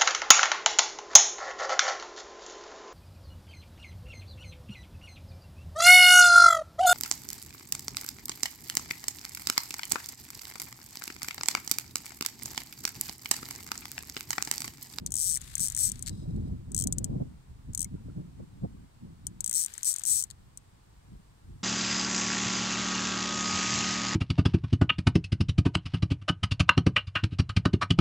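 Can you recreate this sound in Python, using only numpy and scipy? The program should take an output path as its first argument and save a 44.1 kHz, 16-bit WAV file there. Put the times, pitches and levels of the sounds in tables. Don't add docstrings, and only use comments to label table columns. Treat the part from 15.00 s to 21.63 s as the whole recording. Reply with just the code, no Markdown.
import sys
import numpy as np
from scipy import signal
from scipy.fft import rfft, irfft, next_fast_len
from scipy.io import wavfile
from scipy.ndimage import map_coordinates

SR = 44100
rng = np.random.default_rng(int(sys.argv[2]) if len(sys.argv) > 2 else 0)


def master_out(mix):
    frames = np.transpose(np.atleast_2d(mix))
    ceiling = np.clip(frames, -1, 1)
    pcm = np.round(ceiling * 32767).astype(np.int16)
    wavfile.write(sys.argv[1], SR, pcm)


N = 292406

# first click, fastest moment and last click
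# in seconds, top and final speed in teeth per second, click level in dB.
PULLS = [(.1204, .265, .372, 187, 125, -23.3), (.58, .625, .6996, 190, 50, -24),
         (.7484, .85, .8975, 285, 120, -24.5), (1.7463, 1.798, 1.8392, 96, 45, -22.5),
         (2.7762, 2.813, 2.8442, 90, 45, -24), (4.4429, 4.469, 4.4947, 63, 50, -23.7),
         (4.5116, 4.592, 4.661, 222, 55, -23), (4.8312, 4.887, 4.9395, 270, 70, -24),
         (5.0364, 5.125, 5.2383, 320, 60, -23.7)]
SLIP_RATE = 45


def amp(db):
    return 10 ** (np.asarray(db) / 20)


def unit(x):
    return x / np.sqrt(np.mean(x ** 2) + 1e-20)


def along(points, hz):
    freqs, values = np.transpose(points)
    return np.interp(np.log(hz + 1), np.log(freqs + 1), values)


def curves(rows):
    times, *columns = np.transpose(rows)
    return [np.interp(np.arange(N) / SR, times, column) for column in columns]


def wobble(rate):
    knots = rng.standard_normal(int(N * rate / SR) + 4)
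    return map_coordinates(knots, [np.arange(N) * rate / SR])


def arch(t, start, top, stop):
    return np.abs(np.sin(np.interp(t, [start, top, stop], [0, np.pi / 2, np.pi])))


def swells(rows):
    power = np.zeros(N)
    for centre, half, db in rows:
        i = np.arange(max(0, round((centre - 4 * half) * SR)), min(N, round((centre + 4 * half) * SR)))
        power[i] += (amp(db) * np.exp(-((i / SR - centre) / half) ** 2)) ** 2
    return power


def filtered(x, response):
    size = next_fast_len(N + SR // 2)
    return irfft(rfft(x, size) * response(np.fft.rfftfreq(size, 1 / SR)), size)[..., :N]


def delayed(x, seconds):
    return filtered(x, lambda hz: np.exp(-2j * np.pi * hz * seconds))


def noise(spectrum):
    return unit(filtered(rng.standard_normal(N), lambda hz: amp(along(spectrum, hz))))


def body(x, spectrum, modes=(), size=2048):
    hz = np.fft.rfftfreq(size, 1 / SR)
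    peaks_db = sum(db / (1 + (2 * (hz - centre) / width) ** 2) for centre, width, db in modes)
    cepstrum = irfft(np.log(amp(along(spectrum, hz) + peaks_db)))
    cepstrum[1:size // 2] *= 2
    cepstrum[size // 2 + 1:] = 0
    ring = irfft(np.exp(rfft(cepstrum)))
    return signal.fftconvolve(x, ring[None] / np.linalg.norm(ring), axes=1)[:, :N]


def ringing(x, modes):
    return filtered(x, lambda hz: sum(amp(db) * 1j * hz * width / (centre**2 - hz**2 + 1j * hz * width)
                                      for centre, width, db in modes))


def contacts(rows, chatter_s, tail_db, tail_t60, scatter, repeat):
    t = np.arange(SR // 20) / SR
    shape = np.exp(-(t / chatter_s) ** 1.2) + amp(tail_db - 60 * t / tail_t60)
    shape *= np.sqrt(SR * .005 / np.sum(shape ** 2))
    hz = np.fft.rfftfreq(len(t), 1 / SR)
    late_s = chatter_s * np.interp(hz, np.linspace(0, SR / 2, 60), .1 + .8 * rng.random(60) ** 2)
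    rattle = irfft(np.exp(-2j * np.pi * np.cumsum(late_s) * hz[1]), len(t)) * (1 - t / t[-1])
    rattle *= np.linalg.norm(shape) / np.linalg.norm(rattle)
    out = np.zeros((2, N + SR))
    for start, db in rows:
        grit = rng.standard_normal((3, len(t)))
        fresh = shape * (grit[0] + scatter * grit[1:]) / np.hypot(1, scatter)
        hit = np.sqrt(repeat) * rattle + np.sqrt(1 - repeat) * fresh
        out[:, round(start * SR):][:, :len(t)] += amp(db) * hit
    return out[:, :N]


def turbulence(rumble, buffet, puffs, eddy_db=-15.8, eddy_growth=1.2, strong_db=-39):
    # frequency in Hz, level in dB.
    rumble_colour = [(10, -20), (25, -6.5), (50, -1), (95, -1.5), (140, -5), (300, -67)]
    buffet_colour = [(60, -30.5), (110, -3), (170, -0.5), (250, -7.5), (400, -19.5), (600, -37),
                     (1000, -47), (2500, -63.5)]
    eddy_colour = [(80, -13.5), (200, 4), (350, -3.5), (520, -7), (800, -13), (1200, -29.5), (3000, -61)]
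    flutter = unit(amp(1.2 * wobble(14)))
    lumps = unit(amp(3.9 * wobble(60)))
    flicker = unit(amp(6.5 * wobble(70)))
    eddies = amp(strong_db + eddy_db) * (buffet / amp(strong_db)) ** eddy_growth * flicker + puffs
    low_end = rumble * noise(rumble_colour) + buffet * lumps * noise(buffet_colour)
    return flutter * low_end + eddies * noise(eddy_colour)


def wind(rumble_db=-.3, buffet_db=-.6, spread_hz=240):
    # time in seconds, rumble and buffet levels in dB.
    breeze = [(0.0, -46.0, -45.0), (0.14, -48.0, -47.0), (0.25, -49.0, -56.0), (0.52, -50.0, -56.0),
              (1.02, -45.0, -47.0), (1.3, -37.0, -34.0), (1.53, -37.0, -36.0), (1.63, -48.0, -50.0),
              (1.8, -40.0, -39.0), (2.21, -37.0, -33.0), (2.3, -49.0, -51.0), (2.43, -53.0, -61.0),
              (2.9, -45.0, -50.0), (3.15, -51.0, -50.0), (3.55, -51.0, -51.0), (3.76, -48.0, -48.0),
              (3.9, -57.0, -65.0), (4.35, -51.0, -53.0), (4.65, -62.0, -66.0), (5.18, -60.0, -66.0),
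              (5.33, -53.0, -63.0), (5.85, -61.0, -68.0), (6.35, -59.0, -67.0), (6.63, -49.0, -59.0)]
    # centre and half length in seconds, rumble and buffet levels in dB.
    gusts = [(0.44, 0.025, -55.0, -50.0), (0.61, 0.025, -46.0, -44.0), (0.87, 0.03, -42.0, -49.0),
             (1.11, 0.025, -39.0, -43.0), (1.88, 0.03, -41.0, -34.0), (2.51, 0.025, -45.0, -50.0),
             (2.7, 0.035, -37.0, -41.0), (2.8, 0.035, -48.0, -42.0), (2.95, 0.03, -43.0, -42.0),
             (3.09, 0.04, -40.0, -40.0), (3.19, 0.035, -42.0, -41.0), (3.295, 0.02, -55.0, -42.0),
             (3.41, 0.035, -50.0, -41.0), (3.645, 0.025, -34.0, -33.0), (4.07, 0.05, -54.0, -45.0),
             (4.26, 0.025, -47.0, -52.0), (6.14, 0.05, -47.0, -53.0), (6.51, 0.055, -45.0, -49.0)]
    # centre and half length in seconds, level in dB.
    eddy_bursts = [(.06, .06, -57), (1.88, .03, -45), (2.011, .0083, -42), (2.13, .09, -48),
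                   (2.208, .007, -35), (2.221, .008, -35.5), (3.19, .03, -49), (3.404, .007, -39.5),
                   (3.646, .011, -32)]
    # time in seconds, share of its power on the left port.
    side = [(1.9, .05), (2.1, .6), (2.4, 0.58), (2.6, .05), (3.2, .1), (3.5, .9), (3.8, .9), (4, .05),
            (5.3, .05), (5.6, .95)]
    low, high = amp(curves(breeze))
    rumble = amp(rumble_db) * np.sqrt(low ** 2 + swells((s, half, db) for s, half, db, _ in gusts))
    buffet = amp(buffet_db) * np.sqrt(high ** 2 + swells((s, half, db) for s, half, _, db in gusts))
    puffs = np.sqrt(swells(eddy_bursts))
    left = curves(side)[0]
    ports = np.array([np.sqrt(share) * turbulence(rumble, buffet, puffs) for share in (left, 1 - left)])
    return ports + filtered(ports[::-1], lambda hz: (spread_hz - 1j * hz) / (spread_hz + 1j * hz))


def trees(level_db=-64.5):
    # frequency in Hz, level in dB.
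    colour = [(30, 6), (150, -1), (300, -1), (550, -4), (900, -0.5), (1400, -6.5), (2500, -11.5),
              (4400, -12.5), (6200, -16), (8200, -12), (10500, -21), (16000, -24)]
    # frequency in Hz, left-right correlation.
    likeness = [(60, .92), (130, .76), (290, 1), (600, -0.53), (1400, -0.015), (3000, 0)]

    def mid_side_gains(hz):
        angle = np.arccos(along(likeness, hz)) / 2
        return np.array([np.cos(angle), np.sin(angle)])

    mid, side = filtered(np.array([noise(colour), noise(colour)]), mid_side_gains)
    sway = amp(.25 * wobble(4))
    return amp(level_db) * sway * np.array([mid + side, mid - side])


def spool_speed(pointedness=1.4):
    speed = np.full(N, float(SLIP_RATE))
    for start, top, stop, top_rate, last_rate, _ in PULLS:
        i = np.arange(round(start * SR), round(stop * SR))
        edge_rate = np.where(i / SR < top, SLIP_RATE, last_rate)
        speed[i] = edge_rate + (top_rate - edge_rate) * arch(i / SR, start, top, stop) ** pointedness
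    return speed


def teeth(speed, start, stop, db, slack_db=1.8, db_per_tooth_hz=.01, jitter_s=.00003, uneven_db=1):
    i = np.arange(round(start * SR), round(stop * SR))
    passed = np.cumsum(speed[i]) / SR
    at = np.interp(np.linspace(0, passed[-1], round(passed[-1]) + 1), passed, i)
    progress = (at / SR - start) / (stop - start)
    level = db - slack_db * progress - db_per_tooth_hz * speed[at.astype(int)]
    return np.c_[at / SR, level] + rng.standard_normal((len(at), 2)) * [jitter_s, uneven_db]


def drag(skip_rate=130, sing_rate=250, ping_db=7.5, sing_db=18.5, ground_s=.0064, ground_db=-21):
    # start in seconds, level in dB.
    single_clicks = [(0.0624, -23), (0.1055, -40), (0.4146, -35.4), (0.5534, -22), (0.7214, -29.5),
                     (0.9174, -26), (0.9925, -38), (1.0246, -29), (1.7181, -37.5), (1.8714, -22.5),
                     (1.9249, -23), (1.9835, -24.5), (2.0433, -23.5), (2.7337, -42), (2.7485, -24.5),
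                     (4.2679, -25), (4.4061, -24.5), (4.7382, -33.7), (4.7789, -32.5), (4.9615, -25.5),
                     (4.9838, -32), (4.995, -31.5), (5.5737, -36.5)]
    # frequency in Hz, level in dB.
    snap_colour = [(500, -53.5), (1500, -40.5), (2600, -34), (3100, -22), (4400, -19.5), (5200, -15),
                   (5800, -2), (7500, 1), (9400, 0), (10200, -13), (11700, -17.5), (12600, -22.5),
                   (14000, -20), (16000, -23.5)]
    # centre and width in Hz, gain in dB.
    spool_modes = [(3170, 140, 10.5), (5470, 120, 2.5), (7100, 200, 5.5), (7980, 220, 6.5), (8680, 270, 5),
                   (9330, 220, 3.5)]
    skip_modes = [(3170, 300, -5), (6800, 1300, -6), (5100, 1200, 5), (13600, 5000, 3.5)]
    ping_modes = [(8058, 40, 0), (6850, 50, -6)]
    sing_modes = [(8060, 150, -2.5)]
    speed = spool_speed()
    runs = [teeth(speed, start, stop, db) for start, _, stop, _, _, db in PULLS]
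    clicks = np.vstack([single_clicks] + runs)
    hits = contacts(clicks, chatter_s=.003, tail_db=-20, tail_t60=.04, scatter=1.1, repeat=.62)
    skipping = np.clip((speed - SLIP_RATE) / (skip_rate - SLIP_RATE), 0, 1) ** 2
    snaps = amp(-1) * body(hits * (1 - skipping), snap_colour, spool_modes)
    skips = amp(-.5) * body(hits * skipping, snap_colour, spool_modes + skip_modes)
    ping = amp(ping_db) * ringing(hits, ping_modes)
    sing = amp(sing_db) * ringing(hits * (speed / sing_rate) ** 2, sing_modes)
    direct = snaps + skips + ping + sing
    return direct + amp(ground_db) * delayed(direct, ground_s)


def handle():
    # start in seconds, level in dB.
    knocks = [(.072, -40), (.957, -44.5), (1.062, -38), (1.069, -32), (1.076, -27.5), (1.083, -32),
              (1.094, -33.5), (1.362, -57.5), (5.302, -40), (5.31, -40)]
    taps = [(.365, -46), (.568, -45.5), (.773, -47.5), (4.514, -48.5), (4.75, -55), (4.78, -48.5)]
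    # frequency in Hz, level in dB.
    handle_colour = [(600, -29), (1250, -14), (1800, -5.5), (2500, -9), (4300, 3), (6000, 1), (8000, 11.5),
                     (10000, -6.5), (16000, -22)]
    rotor_colour = [(600, -25), (1300, -9.5), (1900, 2), (2600, -10), (5000, -21)]
    loose = dict(tail_db=-15, tail_t60=.05, scatter=.7, repeat=.1)
    knocking = body(contacts(knocks, chatter_s=.0025, **loose), handle_colour)
    tapping = body(contacts(taps, chatter_s=.00397, **loose), rotor_colour)
    return knocking + tapping


def winding(level_db=10.5, grain_db=3, tick_db=-4, roundness=.75):
    # start and stop in seconds, level in dB.
    spells = [(.11, 1.12, -59.5), (4.4, 5.29, -60)]
    # frequency in Hz, level in dB.
    colour = [(500, -11.5), (900, -7), (1300, -0.5), (1700, 4), (2700, 0.5), (3800, 4.5), (5500, 0.5),
              (8200, 8.5), (9600, 2.5), (11000, -4.5), (16000, -16.5)]
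    t = np.arange(N) / SR
    turning = sum(amp(db) * arch(t, start, (start + stop) / 2, stop) ** roundness
                  for start, stop, db in spells)
    grain = unit(amp(grain_db * wobble(220)))
    ticks = unit(amp(8 * wobble(300)))
    texture = unit(grain + amp(tick_db) * ticks)
    return amp(level_db) * turning * texture * np.array([noise(colour), noise(colour)])


def line_creep(grain_db=2):
    # time in seconds, level in dB.
    creep = [(1.05, -100), (1.11, -64), (1.21, -62), (1.3, -69.5), (1.4, -75), (1.48, -69), (1.53, -100)]
    # frequency in Hz, level in dB.
    colour = [(2000, -25), (3500, -7), (6800, -6.5), (8200, 2.5), (9500, -8), (12000, -21.5)]
    # centre and width in Hz, gain in dB.
    ring_modes = [(3940, 290, 15.5), (5050, 300, 14), (6080, 300, 6.5)]
    rub = amp(curves(creep)[0] + grain_db * wobble(110)) * rng.standard_normal((2, N))
    return body(rub, colour, ring_modes)


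def ripples(t60=.033, rise_s=.0011, glide=.96):
    # start in seconds, starting pitch in Hz, level in dB.
    plinks = [(2.851, 2150, -46.5), (2.96, 1380, -61), (2.981, 970, -57), (2.993, 1400, -60),
              (3.097, 1360, -54.5), (3.767, 1140, -59)]
    t = np.arange(SR // 10) / SR
    out = np.zeros(N + SR)
    for start, hz, db in plinks:
        envelope = amp(db - 60 * t / t60) * (1 - np.exp(-t / rise_s))
        out[round(start * SR):][:len(t)] += envelope * np.sin(2 * np.pi * hz * t * (1 + glide * t))
    return out[:N]


def scene():
    # frequency in Hz, gain against the left in dB.
    shadow = [(1300, -3.5), (3000, -7.5), (4500, -2.5), (5700, -9), (8000, -16), (8700, -16), (10500, -4.5),
              (11900, 8), (13000, 7), (15500, 0)]
    near, far = drag() + winding() + handle() + line_creep()
    far = filtered(far, lambda hz: amp(along(shadow, hz)))
    reel = np.array([near, delayed(far, seconds=.00046)])
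    return reel + wind() + trees() + ripples()


def record(dry):
    top_hz = 15750
    return filtered(dry, lambda hz: 1 / np.sqrt(1 + (hz / top_hz) ** 200))


dry = scene()
out = record(dry)
master_out(out)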